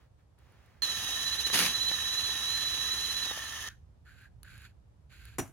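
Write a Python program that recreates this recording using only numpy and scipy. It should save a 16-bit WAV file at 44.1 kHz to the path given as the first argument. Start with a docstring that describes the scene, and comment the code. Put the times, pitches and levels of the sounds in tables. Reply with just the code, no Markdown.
"""A garden, distant traffic rumbling; close to a stereo microphone, a rusty steel tube on a board.
Clothes rustle, a trigger clicks, and a cordless drill scours the tube with a wire cup brush, its motor
whining and throbbing under the uneven load. Once the brush snags on the board; later it lifts off and
runs free. The drill stops, the chuck is opened in three twists, and the brush drops on the board."""
import sys
import numpy as np
from scipy import signal
from scipy.fft import rfft, irfft, next_fast_len
from scipy.io import wavfile

SR = 44100
rng = np.random.default_rng(int(sys.argv[2]) if len(sys.argv) > 2 else 0)


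def wav_out(sig):
    """Save sig, one row per channel (or a flat mono array), as 16-bit PCM at SR to the path in sys.argv[1]."""
    wavfile.write(sys.argv[1], SR, np.round(np.clip(np.atleast_2d(sig).T, -1, 1) * 32767).astype(np.int16))


N = 243431

TRIGGER_ON_S, TRIGGER_OFF_S = 0.821, 3.688
SNAG_START_S, SNAG_END_S = 1.541, 1.672
# the motor under the hand's pressure: time_s, pitch_hz, level_db, swing_hz (within a turn of the brush)
MOTOR_LOAD = [(0.825, 4170, -32, 10), (0.865, 3980, -35, 37), (1.0, 3924, -45, 26), (1.1, 3864, -40.3, 14),
              (1.28, 3993, -36.5, 44), (1.47, 3922, -39.0, 100), (1.6, 3933, -40.5, 10.2),
              (1.87, 4008, -33.5, 41), (1.98, 3903, -37, 5.6), (2.26, 4016, -34, 44), (2.38, 3870, -39, 8),
              (2.55, 4037, -34, 18.2), (2.8, 3937, -35.5, 18), (3.0, 3996, -36.5, 28),
              (3.23, 4002, -39, 47), (3.31, 3806, -40.5, 7.3), (3.35, 3640, -60, 24), (3.45, 4090, -49, 26),
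              (3.55, 3790, -59, 15)]


def from_db(db):
    return 10 ** (np.asarray(db) / 20)


def rms_one(x):
    return x / np.sqrt(np.mean(x ** 2) + 1e-20)


def clock():
    return np.arange(N) / SR


def in_time(rows):
    """One curve for each column after the time."""
    times, *columns = np.transpose(rows)
    return [np.interp(clock(), times, column) for column in columns]


def between(start, end, fade):
    """One between two times, with short ramps outside."""
    return np.clip(1 + np.minimum(clock() - start, end - clock()) / fade, 0, 1)


def swell(start, length, rise_share, edge_db, attack_s=.012, release_s=.035):
    """Gain of a movement: it starts briskly, swells by edge_db and stops more softly."""
    since = clock() - start
    from_peak = np.interp(since / length, [0, rise_share, 1], [-1, 0, 1])
    gate = np.clip(1 + np.minimum(since / attack_s, (length - since) / release_s), 0, 1)
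    return from_db(-edge_db * from_peak ** 2) * gate


def noise():
    """Two unrelated rows: sound common to both microphone ports, and sound that differs between them."""
    return rng.standard_normal((2, N))


def drift(rate_hz):
    """Slow wander with spread 1: random points, two for each cycle, joined by lines."""
    points = rng.standard_normal(N // 20)
    return rms_one(np.interp(clock() * 2 * rate_hz, np.arange(len(points)), points))


def grains(per_s, spread_db):
    """Tiny contacts at random times, with uneven strength."""
    sizes = from_db(spread_db * np.minimum(rng.exponential(1, (2, N)), 4)) * np.sign(noise())
    return rms_one(sizes * (rng.random((2, N)) < per_s / SR))


def impulses(rows):
    blows = np.zeros(N)
    for start_s, level_db in rows:
        blows[round(start_s * SR)] += from_db(level_db)
    return blows


def bursts(rows, t60_s):
    """A dying puff of noise for each contact."""
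    decay = from_db(-60 / (t60_s * SR))
    return noise() * signal.lfilter([1], [1, -decay], impulses(rows) + 1e-18)


def coloured(x, tone, size=8192):
    """Minimum-phase filter of unit power gain: the tone table sets only the spectrum's shape."""
    hz = np.maximum(np.arange(size // 2 + 1) * SR / size, 1)
    tone_hz, tone_db = np.transpose(tone)
    gain = rms_one(from_db(np.interp(np.log(hz), np.log(tone_hz), tone_db)))
    cepstrum = irfft(np.log(gain))
    cepstrum[1:size // 2] *= 2
    cepstrum[size // 2 + 1:] = 0
    response = irfft(np.exp(rfft(cepstrum)))
    return signal.oaconvolve(x, response[None], axes=1)[:, :N]


def resonance(x, hz, width_hz):
    return signal.lfilter(*signal.iirpeak(hz, hz / width_hz, fs=SR), x)


def ring(rows, modes):
    """Each blow sets every mode ringing with a strength of its own."""
    out = 0
    for hz, mode_db, t60_s in modes:
        decay, step = from_db(-60 / (t60_s * SR)), 2 * np.pi * hz / SR
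        blows = impulses([(s, db + mode_db + rng.normal(0, 1.4)) for s, db in rows]) + 1e-18
        out = out + signal.lfilter([0, np.sin(step)], [1, -2 * decay * np.cos(step), decay ** 2], blows)
    return out


def widen(x, side_db):
    """Common and differing sound to left and right."""
    return x[0] + from_db(side_db) * np.array([x[1], -x[1]])


def microphone_ports(x):
    """Close sound reaches the two ports out of step; scatter from the ground makes them less alike."""
    # the drill at the microphone: frequency_hz, left_lead_rad, left_over_right_db, likeness (0-1)
    arrival = [(100, .1, -2, .9), (650, .9, 3, .7), (1150, -.8, 3, .75), (1800, .1, -2.5, .92),
               (2500, 1.1, -3, .7), (4000, 2, -4, .7), (4900, 2.6, -3, .3), (5600, 4, 0, .25),
               (6500, 5.2, -3.5, .5), (8200, 3.14, 0, .85), (11000, 0, 0, .9), (13500, -3.14, 0, .85),
               (16000, -6.5, 0, .85)]
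    size = 2 * next_fast_len(N // 2 + SR // 4, True)
    hz = np.arange(size // 2 + 1) * SR / size
    table_hz, *columns = np.transpose(arrival)
    lead, balance_db, alike = [np.interp(hz, table_hz, column) for column in columns]
    common, differing = rfft(x, size)
    side = np.array([[1], [-1]])
    pair = np.sqrt((1 + alike) / 2) * common + side * np.sqrt((1 - alike) / 2) * differing
    return irfft(pair * np.exp(.5j * side * lead) * from_db(side * balance_db / 2))[:, :N]


def open_air(level_db=-72):
    """Steady faint hush all around, unrelated at the two ports."""
    # spectrum of the hush: frequency_hz, level_db
    hush_tone = [(100, -1), (500, -1), (1000, -6.5), (2000, -16.5), (5000, -21.5), (11000, -27.5),
                 (16000, -40)]
    return from_db(level_db) * coloured(noise(), hush_tone)


def distant_traffic(gain_db=4, left_db=-4):
    """A low rumble from far off, nearly alike at both ports."""
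    # level of the low background rumble, which steps up as the drill starts, then wavers: time_s, level_db
    rumble_level = [(0, -64), (.7, -63.5), (.95, -54.5), (3.6, -57.5), (4.05, -59.5), (4.55, -56.5),
                    (4.9, -61), (5.5, -54.5)]
    # spectrum of the rumble: frequency_hz, level_db
    rumble_tone = [(20, -37), (35, -8.5), (50, -3.5), (65, 4), (85, -2), (110, -0.5), (160, -13.5),
                   (250, -23), (500, -38.5), (1000, -52), (4000, -76)]
    rumble = widen(coloured(noise(), rumble_tone), side_db=-10)
    return from_db(gain_db + in_time(rumble_level)[0]) * rumble * from_db([[left_db], [0]])


def garden_echoes(x, tail_db=-20.5, tail_t60_s=.33):
    """The direct sound, a few wall echoes that cross sides, and a faint tail from the yard."""
    # house and garden walls: delay_s, level_db
    walls = [(.017, -20.5), (0.028, -24.5), (.043, -29.5)]
    out = x.copy()
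    for delay_s, level_db in walls:
        lag = round(delay_s * SR)
        out[:, lag:] += from_db(level_db) * x[::-1, :-lag]
    tail = rng.standard_normal((2, SR)) * from_db(-60 * clock()[:SR] / tail_t60_s)
    tail /= np.linalg.norm(tail, axis=1, keepdims=True)
    return out + from_db(tail_db) * signal.fftconvolve(x, tail, axes=1)[:, :N]


def clothes():
    """Cloth rubs softly near the microphone as the worker leans forward."""
    # movements: start_s, length_s, rise_share, level_db
    moves = [(0, 0.057, 0.091, -69), (.185, .04, .3, -75), (.385, .43, .55, -66)]
    # spectrum of the cloth: frequency_hz, level_db
    rustle_tone = [(200, 4), (700, -0.5), (1800, -1), (3500, -9), (7000, -16.5), (11000, -22), (16000, -20)]
    rubbing = sum(from_db(db) * swell(*timing, edge_db=4) for *timing, db in moves)
    return coloured(rubbing * noise(), rustle_tone)


def chuck(whirr_gain_db=1, hum_gain_db=15.5, click_gain_db=-11.5, case_hz=1563, case_width_hz=340):
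    """Slowly turning gears whirr and hum in one resonance of their case; lock ring and trigger click."""
    # gears coast once the trigger is let go: start_s, length_s, rise_share, whirr_db, hum_db
    coasting = [(3.69, 0.04, .5, -65, -57)]
    # the hand twists the chuck: start_s, length_s, rise_share, whirr_db, hum_db
    twists = [(4.058, .2, .7, -64, -57), (4.448, .24, .72, -58.5, -56), (5.103, .3, 0.15, -60, -61.5)]
    # clicks of chuck and trigger: start_s, strength_db
    clicks = [(0.3884, -51), (0.522, -55), (0.6604, -50.5), (0.8212, -27), (4.2168, -49), (4.4312, -31.5),
              (4.5784, -37.5), (4.6189, -42), (5.2535, -34.5)]
    # spectra of the whirr and the clicks: frequency_hz, level_db
    whirr_tone = [(300, -23.5), (1000, -14), (1400, -4), (1900, -4), (2500, 1.5), (3400, -7), (4400, -3),
                  (5600, -20), (7200, -6.5), (9000, -24), (11000, -11.5), (16000, -26)]
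    click_tone = [(200, -8), (900, 1), (1400, 8), (4000, 2.5), (6000, -6), (11000, 8), (16000, -8)]
    teeth, moves = grains(per_s=5000, spread_db=3.4), [*coasting, *twists]
    jerk_db = 4 * drift(16)
    whirr_swell = sum(from_db(db + jerk_db / 2) * swell(*timing, edge_db=8.5) for *timing, db, _ in moves)
    hum_swell = sum(from_db(db + jerk_db) * swell(*timing, edge_db=6) for *timing, _, db in moves)
    whirr = from_db(whirr_gain_db) * coloured(teeth * whirr_swell, whirr_tone)
    hum = from_db(hum_gain_db) * teeth[:, ::-1] * hum_swell
    for _ in range(2):
        hum = resonance(hum, case_hz, case_width_hz)
    return whirr + hum + from_db(click_gain_db) * coloured(bursts(clicks, t60_s=.016), click_tone)


def dropped_brush(cup_db=-39.5, board_db=-34, crash_db=-28, tail_db=-49.5):
    """The loose brush thumps the board straight ahead; its cup rings and its wires rustle."""
    # the brush lands and rocks: start_s, strength_db
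    contacts = [(5.384, -1.5), (5.3865, -2.5), (5.3925, -5.5), (5.396, -3), (5.401, -9), (5.422, -25),
                (5.477, -29)]
    # its body sinks onto the board just after the wires touch: start_s, strength_db
    thumps = [(5.388, -6.5), (5.392, -3.5), (5.3995, -5.5), (5.423, -17)]
    # modes of the steel cup and of the board on grass: pitch_hz, level_db, t60_s
    cup_modes = [(1100, -9, .12), (2855, -17, 0.16), (5800, -14, 0.12), (5880, -3.5, 0.13),
                 (6988, 5.5, 0.072), (9190, -18, 0.12), (9880, -6.5, 0.068), (12000, -15, 0.048)]
    board_modes = [(62.5, -11, 0.22), (132, -5.5, 0.12), (162, -5, 0.086), (259, -2, 0.12),
                   (320, 4.5, 0.089), (400, -8, .05), (730, 4, 0.036)]
    # spectrum of the wires landing: frequency_hz, level_db
    crash_tone = [(30, -25), (70, 3.5), (170, 7.5), (320, 7), (520, -2.5), (780, -1), (1400, -2),
                  (2500, -9), (4500, -20), (6500, -12.5), (8500, -13.5), (11000, -12), (16000, -24)]
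    crash = from_db(crash_db) * bursts(contacts, t60_s=.026)
    tail = from_db(tail_db) * bursts(contacts, t60_s=.26)
    wires = widen(coloured(crash + tail, crash_tone), side_db=-5)
    cup = from_db(cup_db) * ring(contacts, cup_modes)
    board = from_db(board_db) * ring(thumps, board_modes)
    return cup + board + wires


def caught(attack_s=.014, sag_db_per_s=30.5, release_t60_s=.18):
    """Gain of the snag: the brush grabs the board at once, weakens and lets go."""
    held_s, after_s = np.maximum(clock() - SNAG_START_S, 0), np.maximum(clock() - SNAG_END_S, 0)
    fall_db = sag_db_per_s * held_s + 60 * after_s / release_t60_s
    return between(SNAG_START_S, TRIGGER_OFF_S, attack_s) * from_db(-fall_db)


def board_groan(level_db=-47.5, rough_db=5, grab_hz=223.3, sag_hz_per_s=430, overtone_ratio=1.8):
    """The caught board groans: two low, rough partials sink together."""
    held_s = np.clip(clock(), SNAG_START_S, SNAG_END_S) - SNAG_START_S
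    phase = 2 * np.pi * np.cumsum(grab_hz - sag_hz_per_s * held_s) / SR
    gain = from_db(level_db + rough_db * drift(60)) * caught()
    return gain * (np.sin(phase) + from_db(-3) * np.sin(overtone_ratio * phase))


def tube_bumps(gain_db=3):
    """The spinning brush knocks dully against the tube."""
    # knocks: start_s, strength_db
    bumps = [(1.379, -46), (1.467, -33.5), (1.5, -32.5), (1.914, -34), (2.292, -38), (3.266, -39),
             (3.312, -35), (3.318, -39), (3.375, -38)]
    # spectrum of a knock: frequency_hz, level_db
    bump_tone = [(100, -10), (400, -1), (1000, 2.5), (1600, 1), (2700, -4.5), (4500, -6), (9000, -18.5),
                 (16000, -24.5)]
    return from_db(gain_db) * coloured(bursts(bumps, t60_s=.018), bump_tone)


def snag(tearing_db=-26.5, snap_gain_db=-9.5):
    """The rim of the brush catches the board: coarse tearing with sharp snaps."""
    # the strongest tufts of wire snap free: start_s, strength_db
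    tufts = [(1.548, -9), (1.558, -12), (1.59, -7), (1.596, -11.5), (1.604, -10.5), (1.615, -10.5),
             (1.664, -14.5)]
    # spectrum of the snag: frequency_hz, level_db
    snag_tone = [(60, -19.5), (180, 3), (400, -1), (700, -3), (1500, 3.5), (2800, 6.5), (4500, 4),
                 (7000, -5.5), (10500, 2), (16000, -11.5)]
    tearing = from_db(tearing_db) * grains(per_s=4200, spread_db=3) * caught()
    snaps = from_db(snap_gain_db) * bursts(tufts, t60_s=.012)
    return coloured(tearing + snaps, snag_tone)


def gears(phase, rattle_db=-47, mesh_gain_db=1, play_hz=45, load_share=.39):
    """Tooth contacts rattle the case; play in the gears blurs their tones, which grow with the load."""
    # resonances of the gear case: pitch_hz, width_hz, level_db
    case_modes = [(1783, 100, 3.5), (1306, 260, -7.5), (3000, 250, -6.5)]
    # gear tones that follow the motor: ratio_to_whine, level_db
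    mesh = [(.69, -60), (0.782, -50), (0.853, -48.5), (1.451, -53), (1.576, -59), (1.67, -50)]
    running = between(TRIGGER_ON_S, TRIGGER_OFF_S, .001)
    teeth = grains(per_s=3000, spread_db=3.3) * running
    rattle = rms_one(sum(from_db(db) * resonance(teeth, hz, width) for hz, width, db in case_modes))
    tones = sum(from_db(db) * (drift(play_hz) * np.cos(k * phase) + drift(play_hz) * np.sin(k * phase))
                for k, db in mesh)
    load_db = in_time(MOTOR_LOAD)[1]
    tones *= running * from_db(mesh_gain_db + load_share * (load_db - load_db.max()))
    return from_db(rattle_db) * rattle + tones * np.array([[1], [0]])  # tones are common to both ports


def wire_scrape(braking_hz, start_db=-37.5, ease_db_per_s=.56, bite_db_per_hz=.0443, snag_db=8.5):
    """Thousands of wire tips a second drag over the rust, hardest when they brake the motor."""
    # spectrum of wires on steel: frequency_hz, level_db
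    wire_tone = [(30, -30), (80, -22.5), (200, -5.5), (600, -7.5), (950, -4), (1500, -5), (2200, -11),
                 (2600, 1), (3200, 4.5), (4500, -2.5), (5400, 1), (6400, 5.5), (7800, -10), (10000, -3.5),
                 (16000, -13.5)]
    lift_start_s, lift_length_s, lift_drop_db = 3.245, .2, 4
    lifted = np.clip((clock() - lift_start_s) / lift_length_s, 0, 1)
    hand_db = start_db - ease_db_per_s * (clock() - TRIGGER_ON_S) - lift_drop_db * lifted
    patchy_db = drift(130)
    pressure = from_db(hand_db + bite_db_per_hz * braking_hz + snag_db * caught() + patchy_db)
    tips = grains(per_s=16000, spread_db=2.5) * between(TRIGGER_ON_S, TRIGGER_OFF_S, .0012)
    return coloured(tips * pressure, wire_tone)


def shaft(whine_cycles_per_turn=243.82, flutter_hz=15.4):
    """The lopsided brush lets the motor surge once a turn: whine phase, swing, and braking after it."""
    pitch_hz, _, depth_hz = in_time(MOTOR_LOAD)
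    turns = np.cumsum(pitch_hz) / SR / whine_cycles_per_turn
    # the snag bends the brush and shifts the beat: one crest of speed before it, one after
    crest_s = np.where(clock() < (SNAG_START_S + SNAG_END_S) / 2, 1.3964, 3.1103)
    angle = 2 * np.pi * (turns - np.interp(crest_s, clock(), turns))
    swing_hz, braking_hz = depth_hz * np.cos(angle), depth_hz * np.sin(angle)
    phase = 2 * np.pi * np.cumsum(pitch_hz + swing_hz + flutter_hz * drift(150)) / SR
    return phase, swing_hz, braking_hz


def motor_whine(phase, swing_hz, throb_db_per_hz=.08, right_db=8, left_lead_rad=1.68):
    """The motor's single tone, louder at each crest of speed and stronger at the right port."""
    flutter_db, waver_db = 1.23 * drift(96), 1.2 * drift(20)
    level_db = in_time(MOTOR_LOAD)[1] + throb_db_per_hz * swing_hz + flutter_db + waver_db
    gain = from_db(level_db) * between(TRIGGER_ON_S, TRIGGER_OFF_S, .001)
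    return gain * np.array([np.sin(phase + left_lead_rad), from_db(right_db) * np.sin(phase)])


def scene():
    """Drill and handling close and just right of centre, the dropped brush ahead, the garden around."""
    phase, swing_hz, braking_hz = shaft()
    motor = motor_whine(phase, swing_hz)
    scouring = gears(phase) + wire_scrape(braking_hz) + snag() + tube_bumps()
    handling = clothes() + chuck()
    near = microphone_ports(scouring + handling) + dropped_brush() + motor + board_groan()
    return garden_echoes(near) + distant_traffic() + open_air()


def record(dry, low_cut_hz=36, high_cut_hz=15900):
    """The microphone drops the deepest bass; the top is cut steeply."""
    thinned = signal.sosfilt(signal.butter(4, low_cut_hz, "high", fs=SR, output="sos"), dry)
    return signal.sosfilt(signal.ellip(12, .1, 90, high_cut_hz, fs=SR, output="sos"), thinned)


dry = scene()
out = record(dry)
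wav_out(out)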